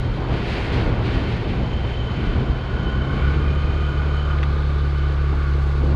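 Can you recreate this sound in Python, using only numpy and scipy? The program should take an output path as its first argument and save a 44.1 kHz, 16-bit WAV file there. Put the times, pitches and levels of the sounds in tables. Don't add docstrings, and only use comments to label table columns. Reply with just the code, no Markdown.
import sys
import numpy as np
from scipy import signal
from scipy.fft import rfft, irfft
from scipy.io import wavfile
from scipy.ndimage import uniform_filter1d, map_coordinates

SR = 44100
rng = np.random.default_rng(int(sys.argv[2]) if len(sys.argv) > 2 else 0)


def pcm_store(signal):
    levels = np.round(np.clip(np.atleast_2d(signal), -1, 1) * 32767)
    wavfile.write(sys.argv[1], SR, levels.astype(np.int16).T)


N = 262395
T = np.arange(N) / SR

# (time [s], speed [turns/s])
CRANK = [(0, 62.5), (.7, 60.2), (1.2, 58.7), (2.1, 59.7), (2.5, 64), (3, 65.7), (3.18, 69), (3.4, 71.3),
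         (3.7, 72.3), (4.3, 71.9), (5.3, 70.2), (5.95, 70.3)]


def undb(db):
    return 10 ** (np.asarray(db) / 20)


def curve(table, column=1):
    rows = np.array(table)
    return np.interp(T, rows[:, 0], rows[:, column])


def unit(x):
    return x / np.sqrt(np.mean(x ** 2))


def noise():
    return rng.standard_normal(N)


def walk(rate_hz):
    hold = int(SR / rate_hz)
    held = np.repeat(rng.standard_normal(N // hold + 1), hold)
    smooth = uniform_filter1d(uniform_filter1d(held, hold), hold)
    return unit(smooth[:N])


def colour(x, points):
    hz, db = np.transpose(points)
    f = np.maximum(np.fft.rfftfreq(N, 1 / SR), 1)
    gain_db = np.interp(np.log(f), np.log(hz), db, left=-90, right=-90)
    return unit(irfft(rfft(x) * undb(gain_db), N))


def resonate(x, modes):
    s = 1j * np.fft.rfftfreq(N, 1 / SR)
    response = 0
    for k, (hz, width, db) in enumerate(modes):
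        band = s * width / (s * s + s * width + hz * hz)
        response = response + undb(db) * band ** 2 * (-1) ** k
    return unit(irfft(rfft(x) * response, N))


def strokes(cycles, scatter_db):
    at = np.flatnonzero(np.diff(np.floor(cycles)) > 0)
    pulses = np.zeros(N)
    pulses[at] = undb(scatter_db * rng.standard_normal(len(at)))
    return pulses


def swells(table, attack_s, release_s):
    power = 0
    for start, length, db in table:
        rise = np.clip((T - start) / attack_s, 0, 1)
        fall = np.exp(-np.maximum(T - start - length, 0) / release_s)
        power = power + (undb(db) * rise * fall) ** 2
    return np.sqrt(power)


def fade(span_s, db):
    return undb(np.interp(T, span_s, [0, db]))


def wind():
    # (frequency [Hz], gain [dB])
    rumble_colour = [(12, -14.5), (24, -7), (45, 6), (90, 1), (140, -4), (220, -25), (500, -36.5)]
    rush_colour = [(60, 3.5), (110, 1), (190, 0), (270, -4), (400, -7), (600, -19), (1000, -23.5),
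                   (3000, -57), (7000, -71)]
    # (start [s], length [s], rush level [dB])
    gusts = [(.26, 0.12, -26.5), (.68, 0.25, -24), (.96, 0.19, -26.5), (1.12, 0.075, -21),
             (1.44, 0.16, -24.5), (1.7, 0.037, -40), (2.15, 0.18, -26.5), (2.32, 0.11, -23.5),
             (2.76, 0.078, -25), (2.93, 0.3, -30.5), (3.3, 0.15, -28), (3.66, 0.027, -27),
             (5.28, 0.062, -31), (5.78, 0.23, -27)]
    # (start [s], length [s], share dropping out [0-1])
    lulls = [(0, 0.08, 0.23), (.43, 0.08, 0.1), (1.928, 0.11, 0.37), (2.54, 0.18, 0.26)]
    rumble_db, rush_db = -24.5, -28
    gust_rumble_db = -10

    lull = sum(share * np.exp(-(2 * (T - start) / length - 1) ** 2) for start, length, share in lulls)
    steady = fade((2.85, 4.75), -9) * (1 - lull)
    gust = swells(gusts, attack_s=0.041, release_s=0.049)
    rumble_gain = np.hypot(undb(rumble_db) * steady, undb(gust_rumble_db) * gust)
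    rumble = colour(noise(), rumble_colour) * rumble_gain
    rush_gain = np.hypot(undb(rush_db) * steady, gust)
    rush = colour(noise() * undb(0.32 * walk(35)), rush_colour) * rush_gain
    return rumble + rush


def tyres():
    # (frequency [Hz], gain [dB])
    roar_colour = [(250, -8.5), (420, 2.5), (600, -1), (780, -1.5), (1050, -5.5), (1300, -12), (2000, -17),
                   (4000, -50)]
    tread_colour = [(600, -7), (1000, -15), (1350, -3.5), (1800, 0.5), (2300, 1.5), (2900, -2.5),
                    (3600, -7.5), (5500, -25.5)]
    spray_colour = [(1500, -7), (2700, -8), (3600, -3), (4400, -2), (5000, -9.5), (5600, -15.5),
                    (6800, -19.5), (7400, -25), (7900, -25), (8700, -31.5), (10500, -28.5), (12000, -43),
                    (14000, -44)]
    patter_colour = [(4500, -7), (6500, 5), (9000, -5), (11500, -10), (14000, -19.5)]
    # (start [s], length [s], swish level [dB])
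    puddles = [(.25, 0.2, -38), (.4, 0.25, -35.5), (.66, 0.12, -35), (.98, 0.2, -36), (1.22, 0.067, -36),
               (1.42, 0.059, -38.5), (1.8, 0.083, -42.5), (2.06, 0.28, -42.5), (3.07, 0.26, -42),
               (3.4, 0.32, -47)]
    # (time [s], level [dB])
    film = [(0, -44), (1.6, -42.5), (3.3, -44.5), (4.35, -44.5), (4.55, -46), (4.85, -46.5), (5.1, -44),
            (5.95, -47)]
    # (start [s], length [s], roar level [dB])
    rough = [(.16, 0.63, -35), (.26, 0.074, -30), (.7, 0.31, -33.5), (1.0, 0.34, -38.5),
             (1.52, 0.16, -38.5), (1.835, 0.015, -33), (4.0, 0.59, -39.5), (5.32, 0.037, -38),
             (5.55, 0.24, -41.5), (5.8, 0.16, -37)]
    # (start [s], length [s], level [dB])
    showers = [(.45, 0.21, -64), (3.1, 2.9, -70.5), (5.3, .6, -69.5), (5.58, .09, -66)]
    # (start [s], length [s], level [dB])
    hiss_events = [(4.46, 0.35, -51.5)]
    # (frequency [Hz], width [Hz], gain [dB])
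    hiss_band = [(3600, 900, 0)]
    roar_db, film_spray_db = -36.5, -50
    full_splash_db, splash_growth = -34, 0.45
    splash_spray_db, splash_drops_db = -8.5, -41.5
    slosh_db = -0.5
    drops_per_s = 3000

    puddle = swells(puddles, attack_s=0.087, release_s=0.15) * undb(slosh_db * walk(28))
    splash = puddle * (puddle / undb(full_splash_db)) ** splash_growth

    smooth = undb(roar_db) * fade((3.4, 5.4), -5.5)
    rolling = np.hypot(smooth, swells(rough, attack_s=0.017, release_s=0.019))
    roar = colour(noise() * undb(0.91 * walk(40)), roar_colour) * rolling

    swish_gain = np.hypot(undb(curve(film)), puddle)
    tread = colour(noise() * undb(0.19 * walk(30)), tread_colour) * swish_gain

    droplet_db = 1.6 * np.minimum(rng.exponential(size=N), 4) + .7 * walk(70)
    spray_gain = np.hypot(undb(film_spray_db), undb(splash_spray_db) * splash)
    spray = colour(noise() * undb(droplet_db), spray_colour) * spray_gain

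    patter = rng.uniform(-1.1, 1, N) * (rng.random(N) < drops_per_s / SR)
    shower = np.hypot(swells(showers, attack_s=.06, release_s=.06), undb(splash_drops_db) * splash)
    fine = colour(patter, patter_colour) * shower

    hiss = resonate(noise(), hiss_band) * swells(hiss_events, attack_s=.03, release_s=0.057)
    return roar + tread + spray + fine + hiss


def engine(turns):
    # (time [s], opening [0-1])
    throttle_table = [(0, 0), (1.2, 0.14), (2.2, 0.22), (2.6, 0.28), (3.19, 0.37), (3.26, 0.78),
                      (3.6, 0.64), (5.75, 0.75), (5.88, 1), (5.95, 0.9)]
    # (multiple of crank speed, level against the throb [dB])
    suborders = [(.5, -11), (1.5, -26.5), (2.5, -35), (3, -27), (3.5, -30.5), (4, -29.5)]
    # (frequency [Hz], width [Hz], gain [dB])
    pipe = [(334.4, 72, 1.5), (423, 74, -4), (515, 47, -3), (650, 130, -24), (221, 50, -7.5)]
    throb_db = -16.5
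    second_db, second_rise_db = -30, 7
    bark_db, bark_rise_db = -42.5, 11.5

    throttle = curve(throttle_table)
    strain = throttle ** 3
    angle = 2 * np.pi * turns
    body = np.cos(angle)
    for order, db in suborders:
        body += undb(db) * np.cos(order * angle + np.pi / 2)
    throb = body * throttle * undb(throb_db + 0.37 * walk(25))
    second = np.cos(2 * angle) * undb(second_db + second_rise_db * strain + 0.79 * walk(22))
    firing = strokes(turns / 2 - .08, scatter_db=2.5)
    intake = undb(-16.0) * strokes(turns / 2 - .77, scatter_db=6.0)
    bark = resonate(firing + intake, pipe) * undb(bark_db + bark_rise_db * strain)
    return np.sqrt(2) * (throb + second) + bark


def casing(turns):
    # (time [s], level [dB])
    rattle = [(0, -44.5), (1.0, -39.5), (1.9, -47.5), (2.2, -39), (2.6, -40.5), (3.25, -36.5),
              (3.55, -39.5), (4.3, -37.5), (4.8, -40), (5.5, -37), (5.95, -43.5)]
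    # (frequency [Hz], width [Hz], gain [dB])
    casing_modes = [(1141, 270, 1), (1475.5, 190, 4), (1706, 91, -7), (2190, 160, -7), (3457, 210, -17.5),
                    (3720, 67, -19.5)]
    chatter = noise() * (.5 + np.exp(-(turns % 1) / 1.1))
    return resonate(chatter, casing_modes) * undb(curve(rattle))


def disc(turns):
    # (time [s], level [dB])
    ring = [(0, -49.5), (1.5, -47.5), (1.75, -44.5), (2.05, -43.5), (2.4, -49), (2.9, -45), (3.35, -49),
            (3.6, -45), (4.3, -44.5), (4.48, -56), (4.8, -58), (5.02, -52), (5.3, -58), (5.95, -62)]
    # (frequency [Hz], width [Hz], gain [dB])
    disc_modes = [(3045, 56, 6.5), (3133, 50, 3.5), (6720, 400, -25.5)]
    patchy_db, shake = .8, .5
    sag_per_s = 0.0035

    rub = noise() * (1 + shake * np.cos(np.pi * turns)) * undb(patchy_db * walk(16))
    sinking_s = T - sag_per_s * (T - T.mean()) ** 2 / 2
    sunk = map_coordinates(resonate(rub, disc_modes), [sinking_s * SR], mode="mirror")
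    return sunk * undb(curve(ring))


def gears(turns):
    # (time [s], gain [dB])
    whine_gain = [(0, -70), (2.5, -49), (2.97, -43.5), (3.14, -36.5), (3.35, -43.5), (3.7, -42.5),
                  (4.3, -41.5), (4.55, -43), (5.95, -42.5)]
    # (time [s], gain against the whine [dB])
    octave_gain = [(3.05, -16), (3.2, -3), (3.55, -3), (3.9, -6), (4.3, -7.5), (4.5, -24)]
    # (start [s], length [s], gain [dB], multiple of crank speed)
    singing_tones = [(2.67, .33, -38.5, 22.5), (3.0, .12, -42, 22), (3.16, .17, -38, 21),
                     (3.82, .38, -40.5, 20), (4.22, .13, -37, 19.8)]
    # (time [s], rms [rad])
    flutter_table = [(2.9, .35), (4.3, .5), (4.7, .95)]
    ringing_orders = [20, 21, 22, 22.5, 24]
    octave_flutter = 2.2
    surge_depth = .55
    ringing_db = -53
    resonance_hz, half_width_hz = 1462, 45

    flutter_rad = curve(flutter_table)

    def tone(order, flutter=1):
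        level = undb(2.0 * walk(30))
        return level * np.sin(2 * np.pi * order * turns + flutter * flutter_rad * walk(40))

    crank_hz = curve(CRANK)
    pull = np.interp(crank_hz, [69, 71.3], [0, 1])
    whine = (1 - 0.56 * pull) * tone(16) + (0.38 + 0.85 * pull) * tone(17)
    octave = (1 - pull) * tone(32, octave_flutter) + (.5 + pull / 2) * tone(34, octave_flutter)
    octave *= undb(curve(octave_gain))
    ringing = 0
    for order in ringing_orders:
        detune = (order * crank_hz - resonance_hz) / half_width_hz
        ringing = ringing + tone(order) / (1 + detune ** 2)
    singing = 0
    for start, length, db, order in singing_tones:
        swell = swells([(start, length, db)], attack_s=0.064, release_s=0.034)
        singing = singing + tone(order) * swell
    surge = 1 + surge_depth * np.cos(np.pi * turns)
    return surge * ((whine + octave) * undb(curve(whine_gain)) + singing) + ringing * undb(ringing_db)


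def jolts():
    # (time [s], gain [dB], ring [Hz])
    clacks = [(1.891, -33, 1500), (4.386, -31.5, 2200), (4.430, -24.5, 2200), (4.433, -27, 1500),
              (4.436, -28, 3400)]
    # (frequency [Hz], gain [dB])
    clack_colour = [(300, -9), (700, -2), (1300, 1), (2200, 0), (3000, -6), (3900, -8), (5200, -19),
                    (8000, -33), (13000, -53)]
    # (time [s], gain [dB], frequency [Hz])
    thumps = [(.85, -17, 33), (2.264, -15, 38.7), (2.372, -17.5, 126), (2.49, -12.5, 59.3),
              (3.682, -17, 86)]
    clack_decay_s, clack_width_hz = .003, 1200
    thump_rise_s = 0.018

    out = np.zeros(N)
    for start, db, hz in clacks:
        decay = (T >= start) * np.exp(-np.abs(T - start) / clack_decay_s)
        ring = resonate(noise(), [(hz, clack_width_hz, 0)])
        blow = undb(db) * decay * (noise() + ring / 2)
        out += colour(blow, clack_colour) * np.std(blow)
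    for start, db, hz in thumps:
        age_s = np.maximum(T - start, 0)
        swell = age_s / thump_rise_s
        out += undb(db) * swell * np.exp(1 - swell) * np.sin(2 * np.pi * hz * age_s)
    return out


def scene():
    turns = np.cumsum(curve(CRANK) * (1 + 0.00205 * walk(9))) / SR
    machinery = engine(turns) + casing(turns) + disc(turns) + gears(turns)
    return (wind() + tyres() + machinery + jolts())[None]


def record(dry):
    top_hz = 14200
    low_pass = signal.ellip(8, .2, 70, top_hz, fs=SR, output="sos")
    return signal.sosfilt(low_pass, dry)


dry = scene()
out = record(dry)
pcm_store(out)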